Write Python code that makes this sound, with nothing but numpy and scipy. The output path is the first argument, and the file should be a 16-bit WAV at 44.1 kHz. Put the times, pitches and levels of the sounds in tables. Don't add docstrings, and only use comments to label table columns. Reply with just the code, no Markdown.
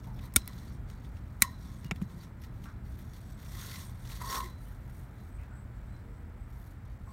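import sys
import numpy as np
from scipy import signal
from scipy.fft import rfft, irfft
from scipy.io import wavfile
from scipy.ndimage import uniform_filter1d

SR = 44100
rng = np.random.default_rng(int(sys.argv[2]) if len(sys.argv) > 2 else 0)


def dump_mix(stems):
    frames = np.atleast_2d(stems).T
    limited = np.clip(frames, -1, 1)
    pcm = np.round(limited * 32767).astype(np.int16)
    wavfile.write(sys.argv[1], SR, pcm)


def voltage_ratio(decibels):
    exponent = np.asarray(decibels, float) / 20
    return 10 ** exponent


N = 313992
T = np.arange(4096) / SR

# start_s, peak_db, chatter_s, chatter_db, creak_db
SNIPS = [
    (0.3617, .4, .0046, -2.5, -27),
    (1.4213, .5, .0045, -4.5, -31),
]
# delay_s, level_db
REBOUNDS = [
    [(.00222, -8), (.003552, -3)],
    [(.001452, -10), (.002904, -9)],
]
# steel_db, snap_db, plastic_db, lowest_steel_hz
SNIP_MIX = [
    (-1, -5, -4, 1300),
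    (-3, -4, -2.5, 960),
]
# pitch_hz, width_hz, level_db
JAWS = [
    [(1400, 115, -4), (1850, 260, -8), (2262, 130, -7), (3700, 150, -6), (5600, 200, -1), (6940, 200, -11),
     (7750, 300, -3), (8410, 200, -2), (9600, 200, -7), (9010, 170, 4), (10000, 150, -10.5),
     (11600, 130, -12.5), (12600, 110, -14), (15660, 130, -20)],
    [(1180, 400, -10), (1990, 120, 4.5), (2200, 110, -1), (3960, 110, -11), (4450, 250, -13),
     (5960, 210, -5.5), (6930, 200, -8), (8200, 300, -3), (8950, 190, -3), (9650, 280, -3),
     (10800, 180, -12.5), (12600, 300, -1), (13030, 320, 4.5), (15500, 100, -12.5)],
]
# pitch_hz, level_db (per Hz)
PLASTIC = [
    [(520, -27), (1150, -36), (1390, -22), (1650, -17), (2290, -9), (2870, -23), (3670, -6.5), (5210, -21),
     (5510, -7), (8450, -7.5), (9020, -1), (10400, -12), (12500, -5), (15600, -12), (17000, -25)],
    [(800, -36), (1100, -6), (1640, -15), (1980, 0.5), (2290, 0.5), (2850, -22), (3990, -5.5),
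     (4900, -20.5), (5740, -10.5), (7200, -10), (8200, -1), (9520, -4), (11300, -22), (12700, -5.5),
     (14500, -16), (15500, -12), (16200, -31.5), (17000, -50)],
]
# rim_db, wires_db
SNIP_SHAKE = [
    (-70, -55),
    (-41.5, -55),
]

# pitch_hz, level_db, t60_s
RIM = [(998, -1, .22), (1064, 1, .19), (1140, 1, .09), (1330, -1, 0.07), (1870, -7, 0.25), (2030, -10, 0.2)]
# pitch_hz, level_db, t60_s
WIRES = [(3960, -7.5, .6), (4047, -7.5, .6), (5220, -8, 0.35), (5450, -10, 0.22), (6620, -13, 0.21),
         (7970, -12, 0.14), (8300, -12.5, .3)]

# start_s, peak_db, centre_hz, bright_edge_db
TICKS = [(.3382, -34, 8994, 0), (.4764, -27, 5600, 5), (.3583, -32, 8500, -3), (1.389, -55, 11000, 0),
         (1.4055, -46, 10000, 0), (.0428, -52, 1770, -8), (.0712, -53, 6000, 0), (.3217, -55, 4000, -8),
         (.1905, -47.5, 2600, -16), (.4174, -48, 3960, -8), (.5314, -48, 3960, -8), (.8995, -42, 3600, -6),
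         (1.0464, -51, 2500, -10), (1.168, -53, 2600, -13), (1.8448, -41, 3830, -1.5),
         (1.8664, -52, 8000, -2), (1.9599, -43, 2000, -5), (2.0155, -42, 1810, -8), (2.0244, -46, 7000, 0),
         (2.0994, -51, 1626, -8.5), (2.4189, -47, 3940, 1), (2.4368, -45, 3950, -6.5),
         (2.4474, -46.5, 3750, -3), (2.6409, -42, 3900, -2), (2.6559, -44, 1640, -13),
         (2.989, -45.5, 1920, 2), (3.1343, -49, 3500, 0), (3.994, -51, 8000, 0), (4.499, -50, 9000, 0),
         (4.684, -52, 10000, 0), (4.998, -51, 9500, 0), (5.414, -56, 9500, 0), (6.616, -54, 10000, 0),
         (6.71, -55, 10000, 0), (2.898, -56, 9000, 0), (3.049, -57, 9000, 0), (4.1175, -41, 3700, -8),
         (4.326, -29.5, 3970, -5), (4.3547, -28, 3500, -4), (4.8965, -53, 1550, -7.5),
         (5.433, -55, 5000, -3), (5.963, -57, 3600, -11)]
# start_s, peak_db, centre_hz,
# bright_edge_db
SNAGS = [(3.4288, -49, 1860, -8), (3.46, -47, 3600, -6), (3.757, -40, 3760, -12), (3.578, -46, 5000, -4),
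         (3.601, -44, 1900, -14), (3.622, -43, 1800, -14), (3.647, -42, 3900, -13), (3.688, -43, 3600, -13),
         (3.714, -43, 3400, -13), (3.792, -44, 2500, -10), (4.0512, -47, 1500, -12),
         (4.0732, -45, 5000, -8), (4.0986, -43, 1800, -10), (4.1625, -42, 6000, -6),
         (4.2208, -39, 7500, -6), (4.2782, -42, 1300, -8), (4.3, -39, 1600, -8), (4.344, -33, 1100, -12),
         (4.365, -31, 1150, -12), (4.122, -41, 1400, -8), (4.172, -41, 3800, -2), (4.214, -36, 1050, -14),
         (4.2034, -42, 1200, -8), (4.381, -32, 5500, -2), (4.404, -37, 2000, -8), (4.4418, -42, 5000, -6)]
TICK_T60_S, T60_S_PER_BRIGHT_DB = .015, .001
TICK_RING_DB, RING_DB_PER_BRIGHT_DB = -36, .6

# start_s, peak_db, pitch_hz, t60_s, contact_s
THUDS = [
    (.3635, -31, 430, .02, .0002),
    (.363, -31, 630, .02, .0002),
    (1.4229, -36, 340, .015, .0003),
    (0.364, -21, 255, .028, 0.00033),
    (1.4229, -26, 213, .03, 0.0005),
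    (1.854, -30, 150, 0.037, .001),
    (1.918, -23.5, 172, 0.045, 0.0004),
    (2.015, -31, 186, .05, .0005),
    (2.0203, -23.5, 186, 0.055, 0.00049),
    (2.641, -38, 200, 0.062, 0.0015),
]
# start_s, peak_db, pitch_hz, t60_s, contact_s
RECOIL = (.3635, -21, 62, .055, .0004)
# start_s, peak_db, t60_s
LAY_DOWN = (1.9111, -20, 0.027)
# pitch_hz, level_db (per Hz)
STONE = [(290, -35), (500, -16), (1570, -14), (1950, -12), (2220, -4), (2680, -7.5), (3330, -21.5),
         (3630, -14), (4320, -34), (4710, -23.5), (6870, -23), (8530, -31.5), (15900, -40)]
# start_s, pitch_hz, level_db, t60_s
SHORT_RINGS = [(.478, 1990, -51, .07), (.478, 2250, -47, .03), (4.356, 3500, -38, .04), (1.912, 1350, -32, .025),
               (1.912, 930, -36, .025), (1.912, 700, -37, .025), (1.912, 420, -36, .02), (1.868, 2850, -61, .09),
               (1.848, 2850, -57.5, 0.18), (1.912, 2220, -30, .02), (1.912, 3700, -57.5, 0.088)]
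# start_s, pitch_hz, level_db, t60_s
NUDGES = [(4.43, 360, -47, 0.12), (7.07, 1060, -48, 0.08), (2.655, 1400, -45.5, 0.0067),
          (5.38, 2500, -57, .01), (5.39, 2050, -57, .01), (5.51, 1450, -53, 0.03), (4.58, 9550, -66, .015),
          (4.64, 9550, -64, .012), (4.65, 3050, -63, .04), (5.18, 4020, -70, .4), (5.96, 4050, -71, .02),
          (0.066, 866, -47, 0.015), (.155, 800, -52, .012), (.225, 1050, -50, .012), (.225, 2050, -54, .01),
          (.212, 4000, -56, .005), (.13, 5300, -64, .006), (5.42, 1700, -57, .008)]

# peak_s, level_db, fade_20db_s, rim_pressure_db
BRUSHES = [(0.0, -71, .02, -14), (.046, -66, .045, -9), (.39, -64.5, .25, -10), (.485, -66, .12, -14),
           (.895, -69, .25, -9), (1.045, -72.5, .18, -13), (1.171, -69, .04, -8), (1.45, -60, .2, -4),
           (1.865, -65, .05, -11), (1.962, -66, .055, 0), (2.023, -67, .045, -12), (2.099, -66, .15, -3),
           (2.23, -61.5, .06, -9), (2.449, -64, .03, -10), (2.997, -70, .04, -10), (3.143, -69, .12, -10),
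           (4.47, -63, .14, -12), (2.645, -63, .04, -7), (3.31, -66, .05, -12), (5.76, -82, 1.2, -11),
           (5.19, -76, .07, -12), (6.86, -75, .09, -9.5), (6.92, -78.5, .2, -8), (7.12, -72, .05, -10)]
BRUSH_RISE_S = .03
# start_s, length_s, level_db, rim_pressure_db, fine_dust_db
SLIDES = [(.152, .025, -69, -10, -2), (.226, .028, -61, -8, -4), (.065, .03, -74, -8, -3),
          (.54, .2, -69, -8, -7), (1.28, .12, -76, -5, -4), (1.6, .23, -68, -5, -6.5),
          (2.18, .04, -71, -8, -5), (2.42, .02, -70, -11, -7), (2.55, .08, -73, -7, -5),
          (2.68, .05, -75, -7, -8), (2.86, .46, -70.5, -13, -4), (4.62, .14, -70, -15, -1),
          (4.8, .08, -76, -14, -1), (4.9, .14, -71, -12, -1), (5.1, .2, -76, -10, -3),
          (5.36, .1, -80, -13, -4), (6.5, .22, -72.5, -8, -1), (7.03, .08, -82, -10, -3)]
SLIDE_SWELL_S, SLIDE_FADE_S = .035, .06
# time_s, level_db, rim_pressure_db
DRAGS = [
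    [(3.38, -70, -16), (3.44, -62, -8), (3.5, -58, -12), (3.604, -52, -12), (3.7, -52, -13),
     (3.776, -52.5, -11), (3.85, -59, -8), (3.96, -72.5, -6.5)],
    [(3.96, -72.5, -6.5), (4.116, -53.5, -15), (4.195, -60, -9), (4.212, -51, 4), (4.276, -51.5, 0),
     (4.358, -42, -.5), (4.426, -56, 3), (4.457, -55, -12), (4.466, -68, -12)],
]
BRUSH_FINE_DB, DRAG_FINE_DB = -6, -5
# pitch_hz, level_db (per Hz)
GRIT = [(880, -35.5), (1500, -5), (1960, 0.5), (2480, -8.5), (2990, -8), (3510, -1.5), (4490, -4.5),
        (5010, -8.5), (5750, -4.5), (7510, -9), (9600, -7), (10300, -12), (11000, -8), (14300, -6.5),
        (15900, -15)]
# pitch_hz, width_hz, level_db
SINGING = [(1110, 200, -15), (1400, 200, -18), (1980, 250, -13), (3530, 300, -13), (4000, 200, -17),
           (4500, 350, -13), (5630, 350, -13), (6580, 500, -15), (8750, 1200, -12), (11700, 1200, -14),
           (13500, 2500, -11)]
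CATCH_DB, CATCH_HZ = 5, 50

# centre_s, half_length_s, level_db, pitch_hz
INSECTS = [(3.32, .06, -72, 8050), (5.35, .05, -71, 8200), (5.58, .06, -71.5, 7980), (5.78, .06, -79, 7600),
           (5.93, .08, -79, 8150), (6.17, .08, -80, 8100), (6.42, .06, -80, 8150), (7.1, .05, -75, 7980)]
INSECT_RISE_HZ_PER_S = 2000
# start_s, length_s, level_db, start_hz, end_hz, slur_s
BIRD = (5.876, .08, -73, 3550, 4060, .011)
BIRD_WAVER_DB, BIRD_WAVER_HZ, BIRD_FADE_S = 5, 28, .09

# pitch_hz, level_db (per Hz)
DRONE = [(11, -45.5), (18, -15.5), (32, 0), (54, 1.5), (119, -5), (141, -9), (183, -10), (383, -28),
         (421, -31.5), (450, -28.5), (580, -57), (990, -120)]
# pitch_hz, width_hz, level_db
HUM = [(50.5, 13, -51.5), (83.6, 14, -53), (120.7, 12, -52.5), (200, 43, -60)]
# pitch_hz, width_hz, level_db, centre_s, half_length_s
WHINE = (474, 26, -67, 6.13, 0.24)
# time_s, level_db
LOAD = [(0.0, -45), (0.2, -44), (0.38, -48), (0.55, -48), (0.75, -43), (1.33, -48), (1.96, -43),
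        (2.28, -46), (2.83, -44), (3.29, -46), (3.79, -44.5), (5.21, -46), (5.47, -45), (6.25, -42.5),
        (6.56, -46), (7.12, -45)]
DEEP_SHARE, UPPER_SHARE, UPPER_FADE_DB_PER_S = .9, .7, .95
# pitch_hz, level_db (per Hz)
AIR = [(150, -29), (250, -3), (428, -12.5), (459, -11.5), (606, -11), (953, -12.5), (1130, -15.5),
       (1260, -12.5), (2230, -20), (2610, -27.5), (6670, -39.5), (7530, -34.5), (9700, -38), (10300, -44),
       (11000, -38), (15900, -36.5)]

GAP_SHARE, GAP_DB, GAP_S, QUIET_DB = .4, -10, .003, -66
TOP_HZ = 15800


def level(x, db):
    return x * voltage_ratio(db) / np.sqrt(np.mean(x ** 2))


def peak(x, db):
    return x * voltage_ratio(db) / np.abs(x).max()


def add(out, x, s):
    i = int(s * SR)
    out[i:i + len(x)] += x[:len(out) - i]


def curve(table):
    s, *columns = np.transpose(table)
    return [np.interp(np.arange(N) / SR, s, c) for c in columns]


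def walk(rate):
    k = int(SR / rate)
    steps = np.repeat(rng.standard_normal(N // k + 1), k)
    return 1.3 * uniform_filter1d(uniform_filter1d(steps, k), k)[:N]


def colour(x, shape):
    hz, db = np.transpose(shape)
    grid_hz = np.linspace(1, SR / 2, 4097)
    log_gain = np.interp(np.log(grid_hz), np.log(hz), db) * np.log(10) / 20
    cep = irfft(log_gain)
    cep[1:len(cep) // 2] *= 2
    cep[len(cep) // 2 + 1:] = 0
    response = irfft(np.exp(rfft(cep)))
    return signal.fftconvolve(x, response)[:len(x)]


def ring(x, hz, t60):
    pole = np.exp(2j * np.pi * hz / SR - np.log(1000) / (t60 * SR))
    return signal.lfilter([0, pole.imag], [1, -2 * pole.real, abs(pole) ** 2], x)


def band(x, hz, width):
    edges = np.clip([hz - width / 2, hz + width / 2], 15, SR * .45)
    return signal.sosfilt(signal.butter(2, edges, "band", fs=SR, output="sos"), x)


def even(x):
    tones = rfft(x)
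    return irfft(tones / np.sqrt(uniform_filter1d(np.abs(tones) ** 2, size=130)))


def jog(push, s, rim_db, wire_db):
    add(push[0], voltage_ratio([rim_db]), s)
    add(push[1], voltage_ratio([wire_db]), s)


def snips(push):
    out, lead = np.zeros(N), .008
    t = T - lead
    for cut, jaws, plastic, shake, bounces, mix in zip(SNIPS, JAWS, PLASTIC, SNIP_SHAKE, REBOUNDS, SNIP_MIX):
        s, db, chatter_s, chatter_db, creak_db = cut
        steel_db, snap_db, plastic_db, low_hz = mix
        slam = np.exp(-(t / .0008) ** 2)
        chatter = voltage_ratio(chatter_db) / (1 + np.exp((t - chatter_s) / .0012))
        chatter *= 1 - .7 * np.exp(-((t - .0012) / .0007) ** 2)
        creak = voltage_ratio(creak_db) * np.exp(np.minimum(t, 0) / 0.0044)
        blow = even(rng.standard_normal(len(T)) * np.where(t < 0, creak, slam + chatter))
        hits = np.zeros(len(T))
        for delay, hit_db in [(0, 0)] + bounces:
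            hits[round((lead + delay) * SR) + 4] += voltage_ratio(hit_db)
        strike = .3 * blow / np.sqrt(np.sum(blow ** 2)) + hits
        steel = sum(voltage_ratio(g) * ring(strike, hz, 2.2 / width) for hz, width, g in jaws)
        steel = signal.sosfilt(signal.butter(4, low_hz, "high", fs=SR, output="sos"), steel)
        splinter = peak(colour(blow, plastic), plastic_db)
        snap = peak(colour(hits, plastic), snap_db)
        add(out, peak(splinter + snap + peak(steel, steel_db), db), s - lead)
        scatter = rng.standard_normal(len(T)) * np.exp(-T / .011)
        add(out, peak(band(scatter, 7500, 11500), db - 27), s + .002)
        jog(push, s, *shake)
    return out


def guard(push):
    out = np.zeros(N)
    for x, modes, spread in zip(push, (RIM, WIRES), (.014, .009)):
        for hz, db, t60 in modes:
            detune = np.linspace(-1.5, 1.5, 5) + .3 * rng.standard_normal(5)
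            signs = (1, -1, 1, 1, -1)
            for d, sign in zip(detune, signs):
                out += voltage_ratio(db) * sign * ring(x, hz * (1 + spread * d), min(t60, .6))
    return out


def handling():
    t = np.arange(0, N / SR + .002, .001)
    moves = []
    for s, db, fade, press_db in BRUSHES:
        away = np.maximum((s - t) / BRUSH_RISE_S, (t - s) / fade)
        moves.append((db - 20 * away, press_db, BRUSH_FINE_DB))
    for s, length, db, press_db, fine_db in SLIDES:
        away = np.maximum((s - t) / SLIDE_SWELL_S, (t - s - length) / SLIDE_FADE_S)
        moves.append((db - 20 * np.maximum(away, 0), press_db, fine_db))
    for pull in DRAGS:
        s, db, press_db = np.transpose(pull)
        outside = np.maximum(np.maximum(s[0] - t, t - s[-1]), 0)
        pull_db = np.interp(t, s, db) - 20 * outside / BRUSH_RISE_S
        moves.append((pull_db, np.interp(t, s, press_db), DRAG_FINE_DB))
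    rustle, fine, press = 1e-5, 5e-6, 1e-6
    for db, press_db, fine_db in moves:
        gain = voltage_ratio(np.maximum(db, -140))
        rustle = rustle + gain
        fine = fine + gain * voltage_ratio(fine_db)
        press = press + gain * voltage_ratio(press_db)
    return curve(20 * np.log10(np.c_[voltage_ratio(t), rustle, fine / rustle, press / rustle]))


def drag(push):
    rustle_db, fine_db, press_db = handling()
    grain_db = 2.4 * np.minimum(rng.exponential(size=N), 5.5)
    grains = rng.standard_normal(N) * voltage_ratio(grain_db)
    effort = voltage_ratio(rustle_db + .7 * walk(40) + 1.8 * walk(250))
    pressed = effort * voltage_ratio(press_db)
    rub = level(band(grains, 1200, 800), 0) * pressed
    add(push[0], rub * voltage_ratio(-42.5 + .4 * press_db + 2.5 * walk(70)), 0)
    add(push[1], level(grains, -56.5) * effort, 0)
    grit = level(colour(grains, GRIT), .5)
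    for hz, width, db in SINGING:
        grit += level(band(rng.standard_normal(N), hz, width) * voltage_ratio(CATCH_DB * walk(CATCH_HZ)), db)
    coarse = signal.sosfiltfilt(signal.butter(2, 9000, fs=SR, output="sos"), grit)
    tilt = voltage_ratio(np.clip(fine_db, -9, -1) + 4.0)
    hiss = (coarse / tilt + (grit - coarse) * tilt) * effort
    rumble = level(band(grains, 600, 550), -4.5) * pressed
    return hiss + rub * voltage_ratio(-3.5) + rumble


def ticks(push):
    out = np.zeros(N)
    for s, db, hz, bright_db in TICKS + SNAGS:
        t60 = TICK_T60_S - T60_S_PER_BRIGHT_DB * bright_db
        ring_db = TICK_RING_DB - RING_DB_PER_BRIGHT_DB * bright_db
        shape = (1 - np.exp(-T / 0.00037)) * np.exp(-np.log(1000) * T / max(t60, .004))
        burst = rng.standard_normal(len(T)) * shape
        width = hz * np.clip(1.9 + .08 * bright_db, .5, 1.6)
        body = level(band(burst, hz, width), 0)
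        edge = level(band(burst, 13000, 10500), bright_db)
        add(out, peak(body + edge, db), s)
        jog(push, s, db + ring_db + 6, db + ring_db)
    return out


def thuds():
    out = np.zeros(N)
    for s, db, hz, t60, contact in THUDS:
        add(out, peak(ring(np.exp(-(T / contact - 3) ** 2), hz, t60), db), s - 2 * contact)
    s, db, hz, t60, contact = RECOIL
    add(out, -peak(ring(np.exp(-(T / contact - 3) ** 2), hz, t60), db), s - 3 * contact)
    return out


def lay_tool_down():
    out = np.zeros(N)
    s, db, t60 = LAY_DOWN
    knock = rng.standard_normal(len(T)) * np.exp(-np.log(1000) * T / t60)
    add(out, peak(colour(even(knock) * (T < 2 * t60), STONE), db), s)
    for s, hz, db, t60 in SHORT_RINGS:
        add(out, peak(ring(np.exp(-T / .0001), hz, t60), db), s)
    return out


def nudges():
    out = np.zeros(N)
    for s, hz, db, t60 in NUDGES:
        rub = rng.standard_normal(len(T)) * np.sin(np.pi * (T / T[-1]) ** 0.39)
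        fade_out = np.minimum(1, (T[-1] - T) / .01)
        add(out, peak(ring(rub, hz, t60) * fade_out, db), s)
    return out


def insects():
    rasp = level(band(rng.standard_normal(N), 150, 280), 0)
    chirps = np.zeros(N)
    for s, half, db, hz in INSECTS:
        t = np.arange(N) / SR - s
        swell = np.exp(-(t / half) ** 2)
        chirps += voltage_ratio(db) * swell * np.sin(2 * np.pi * (hz + INSECT_RISE_HZ_PER_S * t / 2) * t)
    return chirps * rasp * np.sqrt(2)


def bird():
    s, length, db, low_hz, high_hz, slur = BIRD
    t = np.arange(N) / SR - s
    hz = high_hz - (high_hz - low_hz) * np.exp(-np.maximum(t, 0) / slur) + BIRD_WAVER_HZ * walk(70)
    db = db + BIRD_WAVER_DB * walk(70)
    breath = np.clip(np.minimum(t / slur, (length - t) / BIRD_FADE_S) + 1, 0, 1) ** 2
    return voltage_ratio(db) * breath * np.sin(2 * np.pi * np.cumsum(hz) / SR)


def machine():
    t = np.arange(N) / SR
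    hum = sum(level(band(rng.standard_normal(N), hz, width), db) for hz, width, db in HUM)
    drone = level(colour(rng.standard_normal(N), DRONE), -44.5) + hum
    deep = signal.sosfiltfilt(signal.butter(2, 92, fs=SR, output="sos"), drone)
    load_db = curve(LOAD)[0]
    load_db = load_db - load_db.mean()
    deep_db = DEEP_SHARE * load_db
    upper_db = UPPER_SHARE * load_db - UPPER_FADE_DB_PER_S * t
    hz, width, db, centre, half = WHINE
    whine = level(band(rng.standard_normal(N), hz, width), db) * np.exp(-((t - centre) / half) ** 4)
    return deep * voltage_ratio(deep_db - 0.4) + (drone - deep) * voltage_ratio(upper_db + 4.0) + whine


def open_air():
    return level(colour(rng.standard_normal(N), AIR), -58.8) * voltage_ratio(.6 * walk(1.5))


def dropouts(x):
    out, seams = x.copy(), np.arange(800, N, 1024)
    bump = np.exp(-(np.arange(-500, 501) / SR / GAP_S) ** 2)
    for edges in ([2600, 5000], [5000, 9000], [9000, 16000]):
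        part = signal.sosfiltfilt(signal.butter(2, edges, "band", fs=SR, output="sos"), x)
        quiet = uniform_filter1d(part[0] ** 2, size=1024)[seams] < voltage_ratio(2 * QUIET_DB)
        depth = np.clip(1.5 - rng.random(len(seams)) / GAP_SHARE * 1.5, 0, 1)
        marks = np.zeros(N)
        marks[seams] = quiet * depth
        sag_db = GAP_DB * signal.fftconvolve(marks, bump, "same")
        out += part * (voltage_ratio(sag_db) - 1)
    return out


def scene():
    push = np.zeros((2, N))
    loud = signal.sosfilt(signal.butter(14, 16000, fs=SR, output="sos"), snips(push))
    faint = ticks(push) + thuds() + lay_tool_down() + nudges() + drag(push)
    faint += guard(push) + insects() + bird() + machine() + open_air()
    faint = signal.sosfilt(signal.ellip(10, .2, 70, TOP_HZ, fs=SR, output="sos"), faint)
    return (loud + faint)[None]


def roll_off(x):
    return signal.sosfilt(signal.butter(12, 17690, fs=SR, output="sos"), x)


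def record(dry):
    dry = signal.sosfilt(signal.butter(5, 34, "high", fs=SR, output="sos"), dry)
    dry = dropouts(dry)
    dry = signal.sosfilt(signal.ellip(8, .2, 70, 17300, fs=SR, output="sos"), dry)
    return roll_off(dry)


dry = scene()
out = record(dry)
dump_mix(out)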